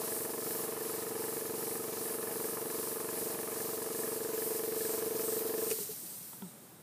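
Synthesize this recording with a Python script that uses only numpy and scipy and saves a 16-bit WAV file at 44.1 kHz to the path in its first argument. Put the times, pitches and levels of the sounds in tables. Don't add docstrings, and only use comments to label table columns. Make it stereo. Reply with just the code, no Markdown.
import sys
import numpy as np
from scipy import signal
from scipy.fft import rfft, irfft
from scipy.io import wavfile
from scipy.ndimage import uniform_filter1d

SR = 44100
rng = np.random.default_rng(int(sys.argv[2]) if len(sys.argv) > 2 else 0)


def how_loud(loudness_db):
    steps = np.asarray(loudness_db, float) / 20
    return 10 ** steps


def generate_wav(sig):
    pcm = np.round(np.clip(np.atleast_2d(sig).T, -1, 1) * 32767).astype(np.int16)
    wavfile.write(sys.argv[1], SR, pcm)


N = 300950
T = np.arange(N) / SR
F = np.arange(N // 2 + 1) * SR / N
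STROKE_HZ, FIRST_S, OFF_S = 23.258, .0008, 5.72


def ring(x, hz, width):
    return signal.lfilter(*signal.iirpeak(hz, hz / width, fs=SR), x)


def rings(x, modes):
    out = 0
    for k, (hz, width, db) in enumerate(modes):
        out = out + (-1) ** k * how_loud(db) * ring(x, hz, width)
    return out


def noise(spectrum):
    hz, db = np.transpose(spectrum)
    colour = how_loud(np.interp(np.log(F + 1), np.log(hz), db))
    x = irfft(rfft(rng.standard_normal(N)) * colour, N)
    return x / x.std()


def walk(rate):
    k = int(SR / rate)
    held = np.repeat(rng.standard_normal(N // k + 1), k)
    return uniform_filter1d(uniform_filter1d(held, k), k)[:N]


def pulses(s, size, lead=0):
    keep = (s >= -lead / SR) & (s < T[-1])
    return np.bincount((s[keep] * SR + lead).astype(int), size[keep], N + lead)


def bursts(s, size, decay_ms):
    pole = np.exp(-1000 / (decay_ms * SR))
    two_poles = np.convolve([1, -pole], [1, -pole])
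    envelope = signal.lfilter([np.e * (1 - pole)], two_poles, pulses(s, size))
    return envelope * rng.standard_normal(N)


def curves(table):
    s, *columns = np.transpose(table)
    return [np.interp(T, s, c) for c in columns]


# time in seconds, nearness in dB, way round to the tank side (0-1).
LISTENER = [(0, 1.5, 0), (.5, 0.5, 0.16), (1.2, -1, 0.23), (2.8, -0.06, 0.12), (3.5, 1, 0.02), (4, 0, 0.53),
            (4.5, 0.1, 0.7), (5, 0.8, 0.92), (5.7, 0.5, 1), (6.82, 2.5, 1.05)]


def listener():
    return curves(LISTENER)


# frequency in Hz, density in dB per Hz.
GARDEN = [(18, -63), (30, -29), (116, -5), (184, -0.5), (540, -10), (595, -8.5), (630, -12.5), (707, -11),
          (1290, -16), (1390, -16), (1650, -18), (3000, -25), (3900, -21), (6600, -120)]


def garden():
    return how_loud(-57.5 + 0.9 * walk(3.31)) * noise(GARDEN)


# time in seconds, slip rate in Hz, level in dB.
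CREAK = [
    (6.421, 223, -46),
    (6.432, 195, -43),
    (6.466, 171, -48),
    (6.478, 165, -50),
    (6.495, 155, -72),
]
# multiple of the slip rate, level in dB.
CREAK_OVERTONES = [(2, -5), (3, -20), (5, -15), (7, -14)]


def creak():
    hz, db = curves(CREAK)
    start, end = CREAK[0][0], CREAK[-1][0]
    phase = 2 * np.pi * np.cumsum(hz * (T > start)) / SR
    overtones = sum(how_loud(d) * np.sin(int(k) * (phase + np.pi / 2) - np.pi / 2) for k, d in CREAK_OVERTONES)
    fading = np.exp(-np.clip(T - start, 0, 1) / .025)
    tone = np.sin(phase) + fading * overtones
    shudder = np.sqrt(2) * how_loud(db) * tone * (T > start) * (T < end)
    rub_s, attack_s, hold_s, release_s = 6.435, 0.022, 0.031, .006
    attack = np.clip((T - rub_s) / attack_s, 0, 1) ** 2
    release = np.exp(-np.clip(T - rub_s - attack_s - hold_s, 0, 1) / release_s)
    rub = how_loud(-50) * attack * release * ring(rng.standard_normal(N), 3860, 160)
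    return shudder + rub


# time in seconds, peak level in dB.
SWITCH = [
    (5.7026, -30.5),
    (5.7123, -30),
    (5.722, -39),
]
# frequency in Hz, width in Hz, level in dB.
CONTACT = [(1270, 120, -5), (2550, 240, 1), (4240, 1800, -11), (8400, 4100, -7)]


def switch():
    s, db = np.transpose(SWITCH)
    blows = bursts(s, how_loud(db + 8.5), decay_ms=1.67) + pulses(s + 0.00098, how_loud(db + 24))
    return rings(blows, CONTACT)


# time in seconds, frequency in Hz, peak in dB, rise in ms, decay in ms.
COAST = [(5.711, 398, -37, 2.9, 13), (5.752, 420, -48, 4.9, 11), (5.786, 430, -28.5, 3.6, 3.2),
         (5.798, 200, -42, 5.9, 8.8), (5.805, 412, -35, 11, 12.6), (5.890, 430, -38, 5.7, 13.6),
         (5.906, 168, -46, 6.0, 8.7), (6.033, 330, -47, 3.2, 7.5)]


def coasting():
    out = np.zeros(N)
    for s, hz, db, rise_ms, decay_ms in COAST:
        ms = np.clip(T - s, 0, 1) * 1000
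        envelope = (1 - np.exp(-ms / rise_ms)) * np.exp(-ms / decay_ms)
        out += how_loud(db + 7.0) * envelope * np.sin(2 * np.pi * hz * ms / 1000)
    return out


# time in seconds, level in dB.
TICKS = [
    (5.786, -44),
    (6.331, -46),
    (6.4207, -41),
]
# frequency in Hz, width in Hz, level in dB.
PLATE = [(420, 160, -9), (920, 77, 4.5), (1360, 78, -3), (1940, 110, -8), (3450, 300, -6)]


def ticks():
    s, db = np.transpose(TICKS)
    return rings(bursts(s, how_loud(db + 5), decay_ms=0.85) + pulses(s + 0.0013, how_loud(db + 32)), PLATE)


# frequency in Hz, density in dB per Hz.
MOTOR = [(47, -53), (80, -30), (387, -8), (451, -10), (574, -16), (639, -3), (710, -8.5), (1020, -7.5),
         (1410, -15), (3000, -20), (3900, -55), (6600, -120)]
# multiple of the shaft rate, level in front in dB, level on the tank side in dB,
# share of nearness heard.
SLOTS = [
    (21.6, -58, -74, 1),
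    (23.03, -69, -59, .5),
    (23.64, -67, -57.5, 7.5),
]


def motor():
    near_db, round_ = listener()
    tank_side = np.clip(round_, 0, 1)
    running = np.clip((OFF_S + 0.13 - T) / 0.22, 0, 1)
    out = running * how_loud(-52.5 - 0.5 * round_ + 2.4 * walk(20)) * noise(MOTOR)
    field_hz = 100
    for k, front_db, tank_db, share in SLOTS:
        db = front_db + (tank_db - front_db) * np.sqrt(tank_side) + share * near_db * (1 - tank_side)
        tone = np.sin(2 * np.pi * (field_hz + round(k) * STROKE_HZ) * T + k)
        out = out + (T < OFF_S) * np.sqrt(2) * how_loud(db) * tone
    return out


def stroke_tops():
    return FIRST_S + np.arange(-2, OFF_S * STROKE_HZ - 1) / STROKE_HZ


# delay after the top in ms, then the signed push on slab, casing, shell,
# intake, head, pipe and tank.
KNOCKS = [(16.685, -0.00075, 0.059, -0.1, 0.47, -0.094, 0.29, 0.3),
          (29.38, 0.12, 0.12, -0.26, -0.16, -0.35, 0.13, 0.001),
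          (34.027, -0.048, -0.08, -0.038, 0.85, -0.3, -0.33, 1),
          (41.61, -0.044, 0.26, 0.22, -0.92, 0.3, -0.26, -0.46)]
# frequency in Hz, width in Hz.
BODY = [
    (170.7, 114),
    (254, 59),
    (363, 52),
    (443.3, 24.5),
    (555, 32),
    (631, 22),
    (441.3, 14.2),
]


def pump_body():
    near_db, round_ = listener()
    tank, pipe = 1.3 * round_, 0.7 + 0.21 * near_db - .55 * round_
    lead = SR // 10
    tops, knocks = stroke_tops(), np.array(KNOCKS)
    chance = rng.standard_normal((len(tops), len(knocks), 2))
    s = (tops[:, None] + knocks[:, 0] / 1000 + .00005 * chance[..., 0]).ravel()
    strength = how_loud(1.22 * chance[..., 1])
    modes = []
    for k, mode in enumerate(BODY):
        push = (strength * knocks[:, k + 1]).ravel()
        modes.append(ring(pulses(s, push, lead), *mode)[lead:])
    body = how_loud(15 + 0.75 * round_) * (sum(modes[:-2]) + pipe * modes[-2] + tank * modes[-1])
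    body = uniform_filter1d(uniform_filter1d(body, size=21), size=21)
    radiation = (F / 82) ** 6 / np.sqrt(1 + (F / 82) ** 12)
    return irfft(rfft(body) * radiation, N)


# delay after the top in ms, level in dB, decay in ms, dulling in dB per octave.
VALVES = [(14.91, -3.5, 1.17, 8), (23, -13.5, 2, -1), (32.55, -1.5, 1.98, 0.65), (42.15, -6.5, 1.66, 9)]
# frequency in Hz, width in Hz, level in dB.
REED = [(807, 84, 0), (1020, 167, 1), (1258, 64, 1), (1727, 91, 2), (2293, 103, -7.5), (2500, 61, -9),
        (3370, 890, -19)]


def valve_reeds():
    near_db, round_ = listener()
    tops, reeds = stroke_tops(), 0
    for k, (hz, width, mode_db) in enumerate(REED):
        slaps = 0
        for ms, db, decay_ms, dull_db in VALVES:
            when = tops + ms / 1000
            size = how_loud(db - dull_db * np.log2(hz / 1000) + 1.7 * rng.standard_normal(len(tops)))
            slaps = slaps + bursts(when, size, decay_ms) + 4.5 * pulses(when + 0.001004, size)
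        shadow_db = -3.5 * round_ * max(np.log2(1500 / hz), 0)
        reeds = reeds + (-1) ** k * how_loud(mode_db + shadow_db) * ring(slaps, hz, width)
    return how_loud(3.5 + 0.068 * near_db - 30.5) * reeds


# time in seconds when the ports shut, fullness of the next exhaust (0-2).
TURNS = [(-.135, 1.6), (.259, .9), (.659, 0), (1.038, 0.88), (1.417, 1.1), (1.784, .9), (2.17, 1.1),
         (2.559, .9), (2.953, 1.2), (3.352, 0.67), (3.771, 0.49), (4.18, 0.98), (4.6, 0.65), (5.004, 1.1),
         (5.418, 0.54), (5.837, 0.59), (6.416, 0)]
SPITS = (0.14, 0.395)


def ports():
    s, fullness = np.transpose(TURNS)
    turns = np.interp(T, s, np.arange(len(s)))
    angle = turns % 1
    inlet = 1. * (angle > 0.435)
    exhaust_opens, exhaust_peaks = .48, 0.64
    exhaust = fullness[turns.astype(int)] * np.interp(angle, [exhaust_opens, exhaust_peaks, 1], [0, 1, .45])
    spit = sum(np.exp(-((angle - at) / 0.019) ** 2) for at in SPITS)
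    return uniform_filter1d([inlet, exhaust, spit], size=700, axis=1)


# frequency in Hz, density in dB per Hz.
JET = [(4100, -22.5), (7000, -8.5), (8500, 3.5), (10500, 7), (12000, 5), (14000, -1.5), (15400, -11.5)]
# frequency in Hz, density in dB per Hz.
EDGE = [(8000, -40), (11500, 1.5), (13100, 4.5), (14500, 5.5), (15400, 2.5)]
# frequency in Hz, density in dB per Hz.
LEAK = [(1300, -11.5), (2200, -10), (2900, -8), (3550, -8), (3950, -3.5), (5200, -1), (6600, -2),
        (7500, 0.5), (9700, -34)]
# level with ports shut in dB, rise in dB with inlet, with exhaust and with spit,
# share of nearness heard, rise on the tank side in dB.
LAYERS = [
    (-45, 1.5, 1.2, 1.7, 0.1, -0.65),
    (-44.5, 2.4, 1.5, 3.5, 1.04, 2),
    (-53.5, 2.5, 0.2, 4.6, 0.51, 2.43),
    (-43.5, 3.3, 3.2, 2.2, 1.8, 5.2),
]
# frequency in Hz, width in Hz, depth (0-1).
DIPS = [
    (13300, 800, .4),
    (9450, 530, 0),
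]


def air():
    late = np.clip(T - 5.84, 0, None)
    opening = ports() * np.exp(-(late / 0.65) ** 2)
    jet_db, edge_db, leak_db, whistle_db = np.array(LAYERS) @ np.vstack([np.ones(N), opening, listener()])
    dump_db = -1.5 * (1 - np.exp(-late / 0.042))
    unload_db = 2.5 * np.exp(-((T - OFF_S) / 0.026) ** 2)
    pressure_db = -18.5 * late + dump_db + unload_db
    jet = how_loud(jet_db + 0.62 * walk(25.02)) * noise(JET)
    edge = how_loud(edge_db - 2 * late + 0.83 * walk(20)) * noise(EDGE)
    leak = how_loud(leak_db + 0.65 * walk(9.8)) * noise(LEAK)
    whistle = how_loud(whistle_db + 2.0 * walk(24)) * ring(rng.standard_normal(N), 8510, 620)
    ripple_db = 0.35 * np.sin(2 * np.pi * STROKE_HZ * T) * (T < OFF_S)
    hiss = how_loud(pressure_db + 0.25 * walk(30) + ripple_db) * (jet + edge + leak + whistle)
    tank_side = np.clip(listener()[1], 0, 1)
    for (hz, width, depth), share in zip(DIPS, (1 - tank_side, tank_side)):
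        cancelled = np.clip(depth * share * (1 + 0.79 * walk(5)), 0, 1)
        hiss = hiss - cancelled * ring(hiss, hz, width)
    flutter = 0
    for hz in np.geomspace(4200, 14800, num=9):
        flutter = flutter + (how_loud(0.9 * walk(14)) - 1) * ring(hiss, hz, hz / 7)
    return hiss + flutter


def scene():
    background = garden() + creak() + switch() + coasting() + ticks()
    compressor = motor() + pump_body() + valve_reeds()
    return np.tile(background + compressor + air(), (2, 1))


def top_cut(x):
    return signal.sosfilt(signal.butter(12, 16490, fs=SR, output="sos"), x)


def record(dry):
    hz, damping, top_hz = 90, 1.2, 15380
    bass_cut = -(F / hz) ** 2 / (1 - (F / hz) ** 2 + 1j * damping * F / hz)
    mix = irfft(rfft(dry) * bass_cut * (F < top_hz), N)
    return top_cut(mix)


dry = scene()
out = record(dry)
generate_wav(out)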